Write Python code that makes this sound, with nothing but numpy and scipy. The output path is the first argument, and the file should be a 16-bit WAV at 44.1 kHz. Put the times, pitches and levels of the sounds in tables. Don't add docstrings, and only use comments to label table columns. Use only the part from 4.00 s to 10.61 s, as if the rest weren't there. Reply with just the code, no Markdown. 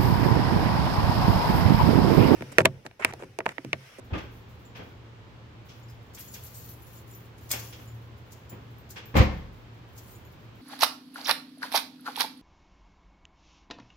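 import sys
import numpy as np
from scipy import signal
from scipy.fft import rfft, irfft, next_fast_len
from scipy.io import wavfile
from scipy.ndimage import map_coordinates

SR = 44100
rng = np.random.default_rng(int(sys.argv[2]) if len(sys.argv) > 2 else 0)


def unload_audio(sound):
    columns = np.transpose(np.atleast_2d(sound))
    steps = np.round(np.clip(columns, -1, 1) * 32767)
    wavfile.write(sys.argv[1], SR, steps.astype(np.int16))


N = 291663
T = np.arange(SR) / SR
TOP_HZ = 15850

# frequency in Hz, relative level in dB.
CLICK_COLOUR = [(1000, -27), (3000, -16.5), (4500, -4), (6000, -2), (7200, 0), (8500, -9.5), (9600, -9.5),
                (11000, -9.5), (13000, -2.5), (15500, -5.5)]


def door():
    # start in seconds, relative level in dB, tilt in dB/octave, rise and t60 in seconds.
    contacts = [(5.141, -30.5, -3, 0.0031, 0.089), (5.152, -21.5, -2.5, 0.0056, 0.18),
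                (5.166, -26.5, 0.5, 0.001, 0.15), (5.182, -25, 0, 0.004, 0.2),
                (5.207, -26, -0.5, 0.0027, 0.17)]
    # frequency in Hz, relative level in dB.
    colour = [(50, -20), (130, 1), (200, -5), (300, -4), (400, -9.5), (520, -7.5), (660, -8.5),
              (1150, -7.5), (1500, -13.5), (2100, -9.5), (3200, -16.5), (5500, -25), (8500, -41),
              (15000, -59)]
    # frequency in Hz, width in Hz, lift in dB.
    skin_resonances = [(178, 29, 7), (209, 27, 9), (520, 55, 9), (753, 32, 6.5), (923, 51, 3.5),
                       (1086, 25, 6.5), (1280, 17, -12), (1530, 37, 3), (1800, 26, 9), (2130, 23, 7),
                       (3210, 60, 4)]
    out = np.zeros((2, N))
    for s, db, tilt, rise_s, t60_s in contacts:
        add(out, s, amp(db + 8.5) * blow(colour, tilt, skin_resonances, rise_s, t60_s, room_db=-12.5))
    return out * pan(left_db=0.5)


def thuds():
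    # start in seconds, level in dB, pitch in Hz, swell in seconds, relative boom in dB.
    shoves = [(0.1223, -22.5, 86.4, .011, -17), (5.156, -16.5, 78.7, 0.026, -9),
              (5.1989, -5, 82, 0.0074, -25.5)]
    # frequency in Hz, relative level in dB, t60 in seconds.
    low_modes = [(42.8, -5.5, 1), (70.2, 5, 0.6), (111.1, 1, 0.48), (168.2, -24.5, 0.17),
                 (209.2, -1.5, 0.3), (310, 2.5, 0.4)]
    right_lag_s = 0.00096
    boom = sum(amp(db) * fade(t60_s) * np.sin(2 * np.pi * hz * T) for hz, db, t60_s in low_modes)
    out = np.zeros((2, N))
    for s, db, hz, swell_s, boom_db in shoves:
        push = (T / swell_s) ** 2 * np.exp(2 - 2 * T / swell_s) * np.sin(2 * np.pi * hz * T)
        wave = amp(db) * (push + amp(boom_db) * boom * onset(0.0013))
        add(out, s, np.array([wave, np.interp(T - right_lag_s, T, wave)]))
    return out


def knocks():
    # start in seconds, level in dB, tilt in dB/octave, rise in seconds.
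    bumps = [(.105, -36, -4.5, 0.0063), (.131, -30, -2, 0.0049), (.149, -31.5, -2.5, 0.0024),
             (.178, -38, 2, 0.0021), (.748, -38, 3, .014), (.788, -35, -3, .014), (1.685, -45, 10, 0.016),
             (2.168, -45, 7, .006), (2.343, -44, 8.5, 0.0038), (3.503, -33.5, 2, 0.0063),
             (3.528, -31.5, 1.5, 0.0068), (3.724, -43, 9.5, 0.0041), (3.788, -47.5, -1, .004),
             (4.514, -37, -4, .018), (4.958, -35, 3.5, 0.0091)]
    # frequency in Hz, relative level in dB.
    colour = [(50, -14), (190, -5.5), (450, -6.5), (700, -9), (1200, -11.5), (2500, -11), (3400, -16.5),
              (4000, -23.5), (5500, -25.5), (8500, -45), (15000, -49)]
    # frequency in Hz, width in Hz, lift in dB.
    trim_resonances = [(315, 22, -4), (477, 40, -0.5), (910, 85, 2.5), (1146, 24, 5), (1550, 49, 6),
                       (2730, 77, 2.5), (3350, 43, 10)]
    # frequency in Hz, level relative to the bump in dB, t60 in seconds.
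    loose_parts = [(502, -12.5, 0.35), (3200, -22.5, 0.33)]
    # frequency in Hz, level in dB, t60 in seconds.
    clunk_modes = [(323, -35, 0.25), (526, -39, 0.2), (1137, -39.5, 0.27), (1207, -34, 0.27),
                   (2565, -27, 0.078), (3520, -53, .3)]
    out = np.zeros((2, N))
    for s, db, tilt, rise_s in bumps:
        bump = blow(colour, tilt, trim_resonances, rise_s, t60_s=0.17, room_db=-8.5)
        add(out, s, amp(db) * (bump + ringing(loose_parts)))
    add(out, s=0.134, sound=ringing(clunk_modes))
    return out * pan(left_db=0.3)


def snap():
    # frequency in Hz, level in dB, t60 in seconds.
    modes = [(2200, -36.5, 0.27), (3360, -37, .22), (5265, -40, 0.32), (8130, -26, 0.073),
             (11710, -36, 0.246)]
    out = np.zeros((2, N))
    crack = blow(CLICK_COLOUR, 0, (), rise_s=0.00069, t60_s=0.023, room_db=-23.5)
    add(out, s=3.5138, sound=amp(-15.5) * crack + ringing(modes))
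    return out * pan(left_db=2.5)


def key_ticks():
    # start in seconds, level in dB.
    ticks = [(.177, -53), (0.508, -61), (1.896, -51), (2.145, -37), (2.203, -38), (2.337, -33),
             (2.462, -41), (2.542, -40.5), (2.646, -61), (3.378, -51), (3.502, -27), (3.516, -21),
             (3.591, -35.5), (4.318, -41), (4.496, -50), (4.902, -36.5), (4.97, -49.5), (5.164, -28.5),
             (5.975, -38.5)]
    # start in seconds, pitch in Hz, level in dB.
    clinks = [(0.651, 7130, -54), (1.828, 7130, -59), (1.885, 5070, -55), (2.281, 7000, -45.5),
              (2.436, 11900, -44.5), (2.644, 14520, -48), (2.69, 11930, -42.5), (2.82, 11250, -51),
              (3.111, 7200, -53.5), (3.135, 5850, -56), (3.149, 13600, -46), (3.875, 7100, -54.5),
              (4.493, 7140, -51.5), (4.497, 15200, -45), (4.782, 13780, -56), (5.055, 13780, -50),
              (5.228, 13700, -50), (6.249, 12050, -57.5)]
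    brush_lead_s, brush_db, ring_db = 0.012, -11, -11
    out = np.zeros((2, N))
    for s, db in ticks:
        for start_s, level_db in (s - brush_lead_s, db + brush_db), (s, db):
            click = blow(CLICK_COLOUR, 0, (), rise_s=0.0078, t60_s=0.078, room_db=-20)
            add(out, start_s, amp(level_db) * click)
        add(out, s, amp(db + ring_db) * bunch_ring(count=7))
    for s, hz, db in clinks:
        touch = noise(CLICK_COLOUR) * fade(0.029)
        add(out, s, amp(db - 8) * touch)
        add(out, s, amp(db) * (key_mode(hz) + amp(-7) * bunch_ring(count=4)))
    return out * pan(left_db=1.5)


def key_rattle():
    # frequency in Hz, relative level in dB.
    rub_colour = [(1500, -28.5), (4500, -11.5), (7000, -9), (8200, -16.5), (9500, -20), (11000, -10.5),
                  (12500, -5.5), (15500, -4.5)]
    slips_per_s, jingles_per_s, firm_db = 500, 75, -58
    motion = hand_motion()
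    slips = (rng.random(N) < slips_per_s / SR) * rng.standard_normal(N)
    slip_sound = noise(rub_colour) * (fade(0.0041) + amp(-12.5) * fade(0.25))
    rasp = unit(signal.fftconvolve(slips[None], slip_sound, axes=1)[:, :N])
    jingle = np.zeros((2, N))
    for s in rng.uniform(0, N / SR, size=round(jingles_per_s * N / SR)):
        add(jingle, s, bunch_ring(count=2))
    firmness = np.clip(motion / amp(firm_db), 0, 1)
    hiss = amp(-1.5) * rasp + amp(-5.5) * noise(rub_colour, size=N)
    return motion * (hiss + amp(-1.5) * firmness * unit(jingle)) * pan(left_db=1.2)


def hand_motion():
    # start in seconds, length in seconds, level in dB.
    shakes = [(0.298, 0.034, -68.5), (1.68, .03, -70), (2.174, 0.53, -53), (2.856, 0.11, -57.5),
              (3.063, 0.15, -61.5), (3.4, .09, -62), (3.508, 0.17, -51), (3.75, .14, -64),
              (5.945, 0.22, -61)]
    rest_from_s, rest_to_s = 0.87, 1.64
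    twitches_per_s, attack_s, release_db_per_s, flutter_db = 9, 0.015, 125.5, 1.5
    twitches = []
    for slot, (offset, weakness) in enumerate(rng.random((int(twitches_per_s * N / SR), 2))):
        s = (slot + offset) / twitches_per_s
        if not rest_from_s < s < rest_to_s:
            twitches.append((s, 0, -65 - 4 * weakness))
    attack = np.clip(T / attack_s, 0, 1)
    power = np.zeros((1, N))
    for s, length_s, db in shakes + twitches:
        release_db = release_db_per_s * np.maximum(T - length_s, 0)
        add(power, s, (attack * amp(db - release_db)) ** 2)
    return np.sqrt(power[0]) * amp(flutter_db * wobble(24.87))


def bunch_ring(count):
    # frequency in Hz, relative level in dB.
    key_modes = [(5890, -13), (6212, -7), (6930, -11.5), (7130, -2.5), (7520, -10), (8484, -5), (10750, -2),
                 (11251, -3.5), (11929, 4.5), (13130, 2), (13770, -5), (14520, -4), (15100, 1)]
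    scatter_db, detune = 4.5, 0.013
    stirred = rng.permutation(np.array(key_modes))[:count]
    chance = rng.standard_normal((count, 2))
    return sum(amp(db + scatter_db * loud) * key_mode(hz * (1 + detune * off))
               for (hz, db), (loud, off) in zip(stirred, chance)) / np.sqrt(count)


def key_mode(hz):
    size = SR // 6
    chatter = 0.045 * np.cumsum(rng.standard_normal((2, size)), -1)
    phase = 2 * np.pi * (hz * T[:size] + rng.random((2, 1))) + chatter
    return np.sin(phase) * fade(0.19)[:size] * onset(0.0013)[:size]


def blow(colour, tilt, peaks, rise_s, t60_s, room_db):
    direct = noise(colour, tilt, peaks) * fade(t60_s) * onset(rise_s)
    return direct + amp(room_db) * echo(noise(colour, tilt, peaks))


def ringing(modes):
    drift = 0.03 * np.cumsum(rng.standard_normal((len(modes), 2, SR)), -1)
    tones = sum(amp(db) * np.sin(2 * np.pi * hz * T + phase) * fade(t60_s)
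                for (hz, db, t60_s), phase in zip(modes, drift))
    return tones * onset(0.012)


def echo(steady_noise):
    # frequency in Hz, t60 in seconds.
    decay_times = [(100, 0.7), (500, 0.61), (2500, 0.55), (6000, 0.55), (14000, 0.1)]
    hz, t, bands = signal.stft(steady_noise, SR, nperseg=256)
    decay = np.exp(-np.log(1000) * t / along(decay_times, hz)[:, None])
    tail = signal.istft(bands * decay, SR, nperseg=256)[1]
    return tail[:, :SR] * onset(0.0095)


def room_tone():
    # frequency in Hz, level in dB, unsteadiness in dB.
    motor_tones = [(115.5, -50.5, 2.4), (79.4, -61, 3.7)]
    # peak time in seconds, lift in dB.
    swells = [(1.12, 7.5), (1.9, 7), (3.6, 7), (3.92, 10.5)]
    # frequency in Hz, relative level in dB.
    air_colour = [(20, -42), (35, -21), (64, -10.5), (112, -5.5), (147, -13.5), (310, -18.5), (457, -19.5),
                  (695, -24.5), (1010, -23.5), (1400, -27.5), (3280, -32.5), (7500, -48.5), (9000, -58.5),
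                  (14000, -55)]
    swell_width_s = 0.085
    t = np.arange(N) / SR
    swell_db = sum(db * np.exp(-((t - s) / swell_width_s) ** 2) for s, db in swells)
    hum = sum(amp(db + unsteady_db * wobble(6)) * np.sin(2 * np.pi * hz * t + 0.33 * wobble(7.7))
              for hz, db, unsteady_db in motor_tones)
    air = amp(-49.5) * noise(air_colour, size=N) * pan(left_db=-0.4)
    return amp(swell_db) * hum + air


def noise(colour, tilt=0, peaks=(), size=SR):
    # frequency in Hz, left-right correlation.
    likeness = [(60, 0.89), (130, 0.76), (290, 0.97), (640, 0.2), (1400, 0.014), (7000, 0.023)]
    hz = np.fft.rfftfreq(size, 1 / SR)
    lift_db = sum(db / (1 + (2 * (hz - centre_hz) / width_hz) ** 2) for centre_hz, width_hz, db in peaks)
    tilt_db = tilt * np.log2(np.clip(hz, 200, 6000) / 1000)
    gain = amp(along(colour, hz) + lift_db + tilt_db) * (hz > 18) * (hz < TOP_HZ)
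    angle = np.arccos(along(likeness, hz)) / 2
    white = rfft(rng.standard_normal((2, size)))
    mid, side = irfft(white * gain * [np.cos(angle), np.sin(angle)], size)
    return unit(np.array([mid + side, mid - side]))


def amp(db):
    return 10 ** (np.asarray(db) / 20)


def pan(left_db):
    return amp([[left_db], [-left_db]])


def unit(x):
    return x / np.sqrt(np.mean(x ** 2) + 1e-20)


def along(points, hz):
    knots_hz, values = np.transpose(points)
    return np.interp(np.log(hz + 1), np.log(knots_hz + 1), values)


def onset(rise_s):
    return 1 - np.exp(-T / rise_s)


def fade(t60_s):
    return np.exp(-np.log(1000) * T / t60_s)


def wobble(knots_per_s):
    knots = rng.standard_normal(int(N * knots_per_s / SR) + 4)
    return map_coordinates(knots, [np.arange(N) * knots_per_s / SR])


def add(track, s, sound):
    start = round(s * SR)
    part = sound[..., :N - start]
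    track[:, start:start + part.shape[-1]] += part


def scene():
    return door() + thuds() + knocks() + snap() + key_ticks() + key_rattle() + room_tone()


def record(dry):
    size = next_fast_len(N + SR)
    hz = np.fft.rfftfreq(size, 1 / SR)
    low_cut = hz ** 6 / (hz ** 6 + 30 ** 6)
    high_cut = 1 / (1 + (hz / TOP_HZ) ** 400)
    return irfft(rfft(dry, size) * low_cut * high_cut, size)[:, :N]


dry = scene()
out = record(dry)
unload_audio(out)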